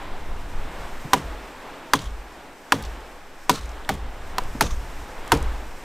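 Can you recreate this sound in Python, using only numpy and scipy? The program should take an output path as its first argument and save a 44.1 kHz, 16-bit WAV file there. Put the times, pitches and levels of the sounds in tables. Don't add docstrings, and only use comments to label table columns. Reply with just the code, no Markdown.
import sys
import numpy as np
from scipy import signal
from scipy.fft import rfft, irfft
from scipy.io import wavfile

SR = 44100
rng = np.random.default_rng(int(sys.argv[2]) if len(sys.argv) > 2 else 0)


def to_wav(sig):
    pcm = np.clip(np.atleast_2d(sig), -1, 1) * 32767
    pcm = np.round(pcm).astype(np.int16)
    wavfile.write(sys.argv[1], SR, pcm.T)


N = 257544
T = np.arange(N) / SR

# start_s, place, strength_db (before overdrive), ring_hz, ring_t60_s,
# pitch_excess (share above ring_hz at contact), crack_db, thud_db, thud_tilt_db_per_octave,
# spray_db, spray_lasts_s, bright_crumbs_hz
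BLOWS = [(1.133, "far", -7, 973, .036, 0.3, -10, -13.5, -2, -27.5, 0.1, 2980),
         (1.9347, "far", -10.5, 1027, .029, 0.62, 0, -16.5, -5.5, -21, 0.19, 3380),
         (2.7216, "far", -9.5, 958, .026, 1.11, -22, -16, -5.5, -27.5, 0.26, 3500),
         (3.495, "far", 0, 969, .023, 0.12, -5, -13, 1, -19, 0.37, 4260),
         (3.891, "close", 0.5, 781, .031, 0.63, -17, -8, -0.7, -24, 0.24, 3500),
         (4.3824, "far", -7, 969, .026, 0.264, -29, -18, -4, -31, 0.058, 3500),
         (4.609, "close", -2.5, 839.5, .024, 1.38, 1.5, -11.5, -0.5, -19, 0.15, 6570),
         (5.319, "close", -9.5, 897, .038, 0.56, -23, -9, 4, -46, 0.049, 3500)]
# frequency_ratio, relative_level_db, share_of_ring_t60
WOOD_OVERTONES = [(0.781, -0.5, 0.9), (1, 3.5, 0.97), (1.45, 1, 0.58), (1.799, -5.5, 0.67),
                  (2.299, -12.5, 0.73), (3.1, 0, 0.091)]
# frequency_hz, relative_level_db, t60_s, delay_s
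TRUNK_MODES = [(477, 8.5, 0.16, 0.00499), (400, 19, 0.034, 0.00705), (283.2, 12.5, 0.12, 0.00837),
               (205.4, -2, 0.27, 0.0132), (149.1, 2.5, 0.23, 0.0201), (110, -3, 0.24, 0.0293)]
# frequency_hz, relative_level_db, t60_s, delay_s (added to the place delay)
GROUND_MODES = [(75.9, 8.7, 0.33, -0.0173), (55.1, 9.7, 0.64, 0.0013), (35.9, 4.7, 0.68, 0.0037)]
GROUND_PATHS = {"far": (-22, .097, -1), "close": (-24, .075, -5)}
LEAD_S = .004
OVERDRIVE_DB, BRIGHT_CRUMBS_DB, SPLINTER_DB = 19.5, 1.5, -2.5
SAG_S = .0018


def blows():
    out = np.zeros(N)
    t = np.arange(round(.6 * SR)) / SR - LEAD_S
    after = np.maximum(t, 0)
    spray = debris()
    for (start, place, strength_db, ring_hz, ring_t60, excess, crack_db,
         thud_db, tilt_db, spray_db, lasts, crumbs_hz) in BLOWS:
        shudder_db, ground_delay, ground_tilt_db = GROUND_PATHS[place]
        cycles = ring_hz * (t + excess * SAG_S * (1 - np.exp(-after / SAG_S)))
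        phases = rng.random(len(WOOD_OVERTONES))
        noise = rng.standard_normal((3, len(t)))
        ring = 0
        for (ratio, db, share), phase in zip(WOOD_OVERTONES, phases):
            ring = ring + amp(db) * dying(t, ring_t60 * share) * np.sin(2 * np.pi * (ratio * cycles + phase))

        crack = amp(crack_db) * band(noise[0], 1130, 5200) * dying(t, 0.018)
        splinters = amp(SPLINTER_DB) * rms_one(band(noise[1], 710, 1660)) * dying(t, 0.73 * ring_t60)
        contact = 1 - np.exp(-(after / 0.001) ** 2)
        bite = amp(-33) * band(noise[0], 900, 5400) * np.exp(-np.abs(t) / 0.0027)
        blow = amp(strength_db + OVERDRIVE_DB) * (ring + crack + splinters) * contact + bite

        crumbs = np.resize(spray[round(start * SR):], len(t))
        crumbs = crumbs + amp(BRIGHT_CRUMBS_DB) * band(crumbs, crumbs_hz / 1.11, crumbs_hz * 1.03)
        falling = dying(t, 0.3) / (1 + (after / lasts) ** 4)
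        fallout = amp(spray_db) * crumbs * falling

        loose = 1.25 * rms_one(band(noise[2], 120, 380)) * dying(t - .004, .16)
        thud = amp(thud_db) * (swelling(t, TRUNK_MODES, 0.00026, 0.13, tilt_db) + loose)
        shudder = amp(shudder_db) * swelling(t - ground_delay, GROUND_MODES, 0.036, 0.12, ground_tilt_db)
        add(out, start - LEAD_S, fade(start, place) * overload(blow + fallout + thud + shudder))
    return out


def swelling(t, modes, rise_s, detune, tilt_db=0):
    out = 0
    draws = rng.random((len(modes), 3))
    for (hz, db, t60, delay), (luck, phase, offset) in zip(modes, draws):
        u = np.maximum(t - delay, 0)
        pitch = hz * (1 + detune * (offset - .5))
        level = amp(db + tilt_db * np.log2(hz / 256) + 4.75 * (luck - 3.0))
        envelope = level * (1 - np.exp(-u / rise_s)) * dying(u, t60)
        out = out + envelope * np.sin(2 * np.pi * (pitch * u + phase))
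    return out


# frequency_hz, relative_density_db_per_hz
SPRAY_SPECTRUM = [(470, -19), (800, -45), (1080, 11.5), (1780, -6.5), (3510, -1.5), (4990, -7), (6090, -2),
                  (7360, -7), (13300, -19), (16000, -23)]


def debris():
    sizes = amp(6.0 * np.minimum(rng.exponential(1, N), 3)) * rng.choice([-1, 1], N)
    chance = 1400 * amp(6 * drift(40)) / SR
    clicks = sizes * (rng.random(N) < chance) + 1e-18
    dealt = rng.integers(0, 10, N)
    hz, db = np.transpose(SPRAY_SPECTRUM)
    ticks = 0
    for k, pitch in enumerate(np.geomspace(1300, 9000, 10)):
        edges = pitch / 1.2, pitch * 1.2
        tick = band(band(clicks * (dealt == k), *edges), *edges)
        ticks = ticks + amp(np.interp(np.log(pitch), np.log(hz), db)) * tick
    snow = coloured(SPRAY_SPECTRUM) * amp(3.8 * drift(45))
    return rms_one(snow + 0.42 * rms_one(ticks))


CLIP_TOP, HOLD_DB = 0.77, -10.5
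RELEASE_DB_S, ATTACK_S = 69, .0017


def overload(x):
    x = np.clip(x, -CLIP_TOP, CLIP_TOP)
    t = T[:len(x)]
    level = 20 * np.log10(np.abs(x) + 1e-6)
    held = np.maximum.accumulate(level + RELEASE_DB_S * t) - RELEASE_DB_S * t
    r = np.exp(-1 / (ATTACK_S * SR))
    reduction_db = signal.lfilter([1 - r], [1, -r], np.maximum(held - HOLD_DB, 0))
    return x * amp(-reduction_db)


JOLT_DELAY_S, JOLT_DB, JOLT_HZ = 0.038, -14.5, 56


def jolts():
    out, t = np.zeros(N), np.arange(round(.1 * SR)) / SR
    envelope = amp(JOLT_DB) * (1 - np.exp(-t / 0.0037)) * dying(t, 0.15)
    swing = envelope * np.sin(2 * np.pi * JOLT_HZ * t)
    for start, place, *_ in BLOWS:
        if place == "close":
            add(out, start + JOLT_DELAY_S, fade(start, place) * swing)
    return out


FADE_FROM_S, FADE_TO_S = 3.27, 5.05


def fade(s, place):
    share = np.clip((s - FADE_FROM_S) / (FADE_TO_S - FADE_FROM_S), 0, 1)
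    return share if place == "close" else 1 - share


# start_s, level_db (before decay), pitch_hz, width_octaves, t60_s
CHIPS = [(1.972, -30, 3800, .8, .01), (1.99, -29.5, 3360, 1.1, .02), (2.07, -43, 3260, 0.55, .033),
         (2.825, -34, 7000, 2.5, 0.013), (2.837, -37, 3220, 1.3, 0.041), (2.85, -39.5, 3870, 1.8, 0.073),
         (3.006, -44, 4970, 1.6, .011), (3.5154, -26, 5000, 1.8, .013), (3.56, -40, 5500, .88, 0.023),
         (3.612, -41, 5000, 1.6, .014), (3.6925, -38, 5500, 1.1, .011), (3.717, -45, 5500, .89, .02),
         (3.8477, -32.5, 3200, .41, .015), (3.9394, -40, 9000, 1.6, .014), (4.437, -35, 7600, .9, 0.0084),
         (4.6236, -20, 4030, 2.6, .019), (4.643, -35, 3660, 1.2, .015), (4.668, -32, 3520, 1.3, 0.021),
         (4.708, -31.5, 2830, 1.1, .011), (5.278, -33, 7940, 1.3, .009), (5.34, -24, 4030, 2.1, .01),
         (5.3497, -28, 5000, 1.8, 0.0073), (5.3726, -35, 5030, 1.8, .025), (5.426, -31.5, 6660, 1.4, 0.014)]
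# start_s, level_db (before decay)
BOOT_STEPS = [(1.045, -32.5), (4.55, -31)]


def chips():
    out, t = np.zeros(N), np.arange(round(.12 * SR)) / SR
    ticks = CHIPS + strays()
    noises = rng.standard_normal((len(ticks), len(t)))
    for (start, db, hz, octaves, t60), noise in zip(ticks, noises):
        edges = hz / 2 ** (octaves / 2), hz * 2 ** (octaves / 2)
        add(out, start, amp(db) * rms_one(band(band(noise, *edges), *edges)) * dying(t, t60))
    for start, db in BOOT_STEPS:
        crunch = rms_one(band(band(rng.standard_normal(len(t)), 42, 280), 42, 300))
        add(out, start, amp(db) * crunch * dying(t, 0.27))
    return out


STRAY_COUNT, STRAY_DELAY_S = 4, .06
STRAY_BELOW_SPRAY_DB, STRAY_T60_S, STRAY_OCTAVES = -16.5, .013, 1.2


def strays():
    rows = []
    for start, *_, spray_db, lasts, crumbs_hz in BLOWS:
        for wait, pitch in rng.random((STRAY_COUNT, 2)):
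            delay = .015 - STRAY_DELAY_S * np.log(1 - wait)
            level_db = spray_db + STRAY_BELOW_SPRAY_DB - 40 * delay
            rows.append((start + delay, level_db, 3300 * 2.5 ** pitch, STRAY_OCTAVES, STRAY_T60_S))
    return rows


# time_s, crowns_db, fine_hiss_db
WIND_LEVELS = [(0.0, -39, -53), (0.36, -41, -52.5), (0.75, -38.5, -50), (1.15, -37.5, -48.5),
               (1.63, -40, -53.5), (2.07, -42.5, -53.5), (2.36, -42.5, -55), (2.62, -45, -54.5),
               (2.81, -42.5, -51), (3.25, -43.5, -55.5), (3.43, -42, -52.5), (3.58, -38.5, -52.5),
               (3.97, -44, -55), (4.24, -40, -52), (4.52, -39, -48.5), (4.83, -38.5, -49.5),
               (5.19, -39.5, -49.5), (5.84, -39.5, -51)]
# time_s, level_db
GUST_LEVELS = [(0.0, -41), (0.13, -27.5), (0.57, -26), (0.89, -32), (1.27, -42), (1.84, -48.5), (2.15, -40),
               (2.49, -53), (2.91, -44.5), (3.32, -46), (3.69, -40.5), (4.1, -28), (4.47, -29.5),
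               (4.78, -27.5), (5.16, -33.5), (5.34, -31.5), (5.48, -30.5), (5.84, -45.5)]
# frequency_hz, relative_density_db_per_hz
CROWN_SPECTRUM = [(41, -22), (70, -22), (128, -12.5), (216, -8), (267, -4.5), (337, -6), (536, -5.5),
                  (586, -6.5), (853, -4.5), (3760, -21), (5000, -30), (6500, -102), (11000, -120)]
# frequency_hz, relative_density_db_per_hz
HISS_SPECTRUM = [(1470, 10), (2500, 3), (3400, -11), (5380, 1), (6300, -2.5), (8170, -2), (10400, -10.5),
                 (13200, -7.5), (15600, -16), (16100, -36), (16500, -40)]
# frequency_hz, relative_density_db_per_hz
BUFFET_SPECTRUM = [(7.1, -12), (12, 4.5), (24, -11), (46, -13), (118, -28.5), (201, -34), (250, -45.5),
                   (320, -35), (550, -120)]


def wind():
    crowns_db, hiss_db = in_time(WIND_LEVELS)
    crowns = coloured(CROWN_SPECTRUM) * amp(crowns_db + 2.07 * drift(1.84))
    hiss = coloured(HISS_SPECTRUM) * amp(hiss_db + .8 * drift(9))
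    gusts_db = in_time(GUST_LEVELS)[0]
    buffeting = coloured(BUFFET_SPECTRUM) * amp(gusts_db + 2.2 * drift(3.5))
    return crowns + hiss + buffeting


# frequency_hz, relative_density_db_per_hz
SIDE_SPECTRUM = [(59, -31), (100, 33), (373, 38.5), (2220, 37.5), (4670, 31), (12900, 26), (15000, 29),
                 (16000, -25)]


def side_hiss():
    return amp(-61 + 0.6 * drift(14.0)) * coloured(SIDE_SPECTRUM)


def amp(db):
    return 10 ** (np.asarray(db) / 20)


def rms_one(x):
    return x / np.sqrt(np.mean(x ** 2) + 1e-20)


def in_time(rows):
    s, *columns = np.transpose(rows)
    return [np.interp(T, s, c) for c in columns]


def coloured(spectrum):
    hz, db = np.transpose(spectrum)
    grid = np.maximum(np.fft.rfftfreq(N, 1 / SR), 1)
    gain = amp(np.interp(np.log(grid), np.log(hz), db, left=-90, right=-90))
    return rms_one(irfft(rfft(rng.standard_normal(N)) * gain, N))


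def drift(rate_hz):
    r = np.exp(-2 * np.pi * rate_hz / SR)
    noise = rng.standard_normal(N + SR)
    settled = signal.lfilter([1], [1, -2 * r, r * r], noise)[SR:]
    return rms_one(settled)


def dying(t, t60):
    return (t >= 0) * amp(-60 * np.maximum(t, 0) / t60)


def band(x, lo_hz, hi_hz):
    edges = [lo_hz, min(hi_hz, .45 * SR)]
    return signal.sosfilt(signal.butter(1, edges, "band", fs=SR, output="sos"), x)


def add(out, s, x):
    i = min(round(s * SR), N)
    out[i:i + len(x)] += x[:N - i]


def scene():
    mid = blows() + jolts() + chips() + wind()
    side = side_hiss()
    return np.array([mid + side, mid - side])


def record(dry):
    return signal.sosfilt(signal.cheby2(10, 60, 16800, fs=SR, output="sos"), dry)


dry = scene()
out = record(dry)
to_wav(out)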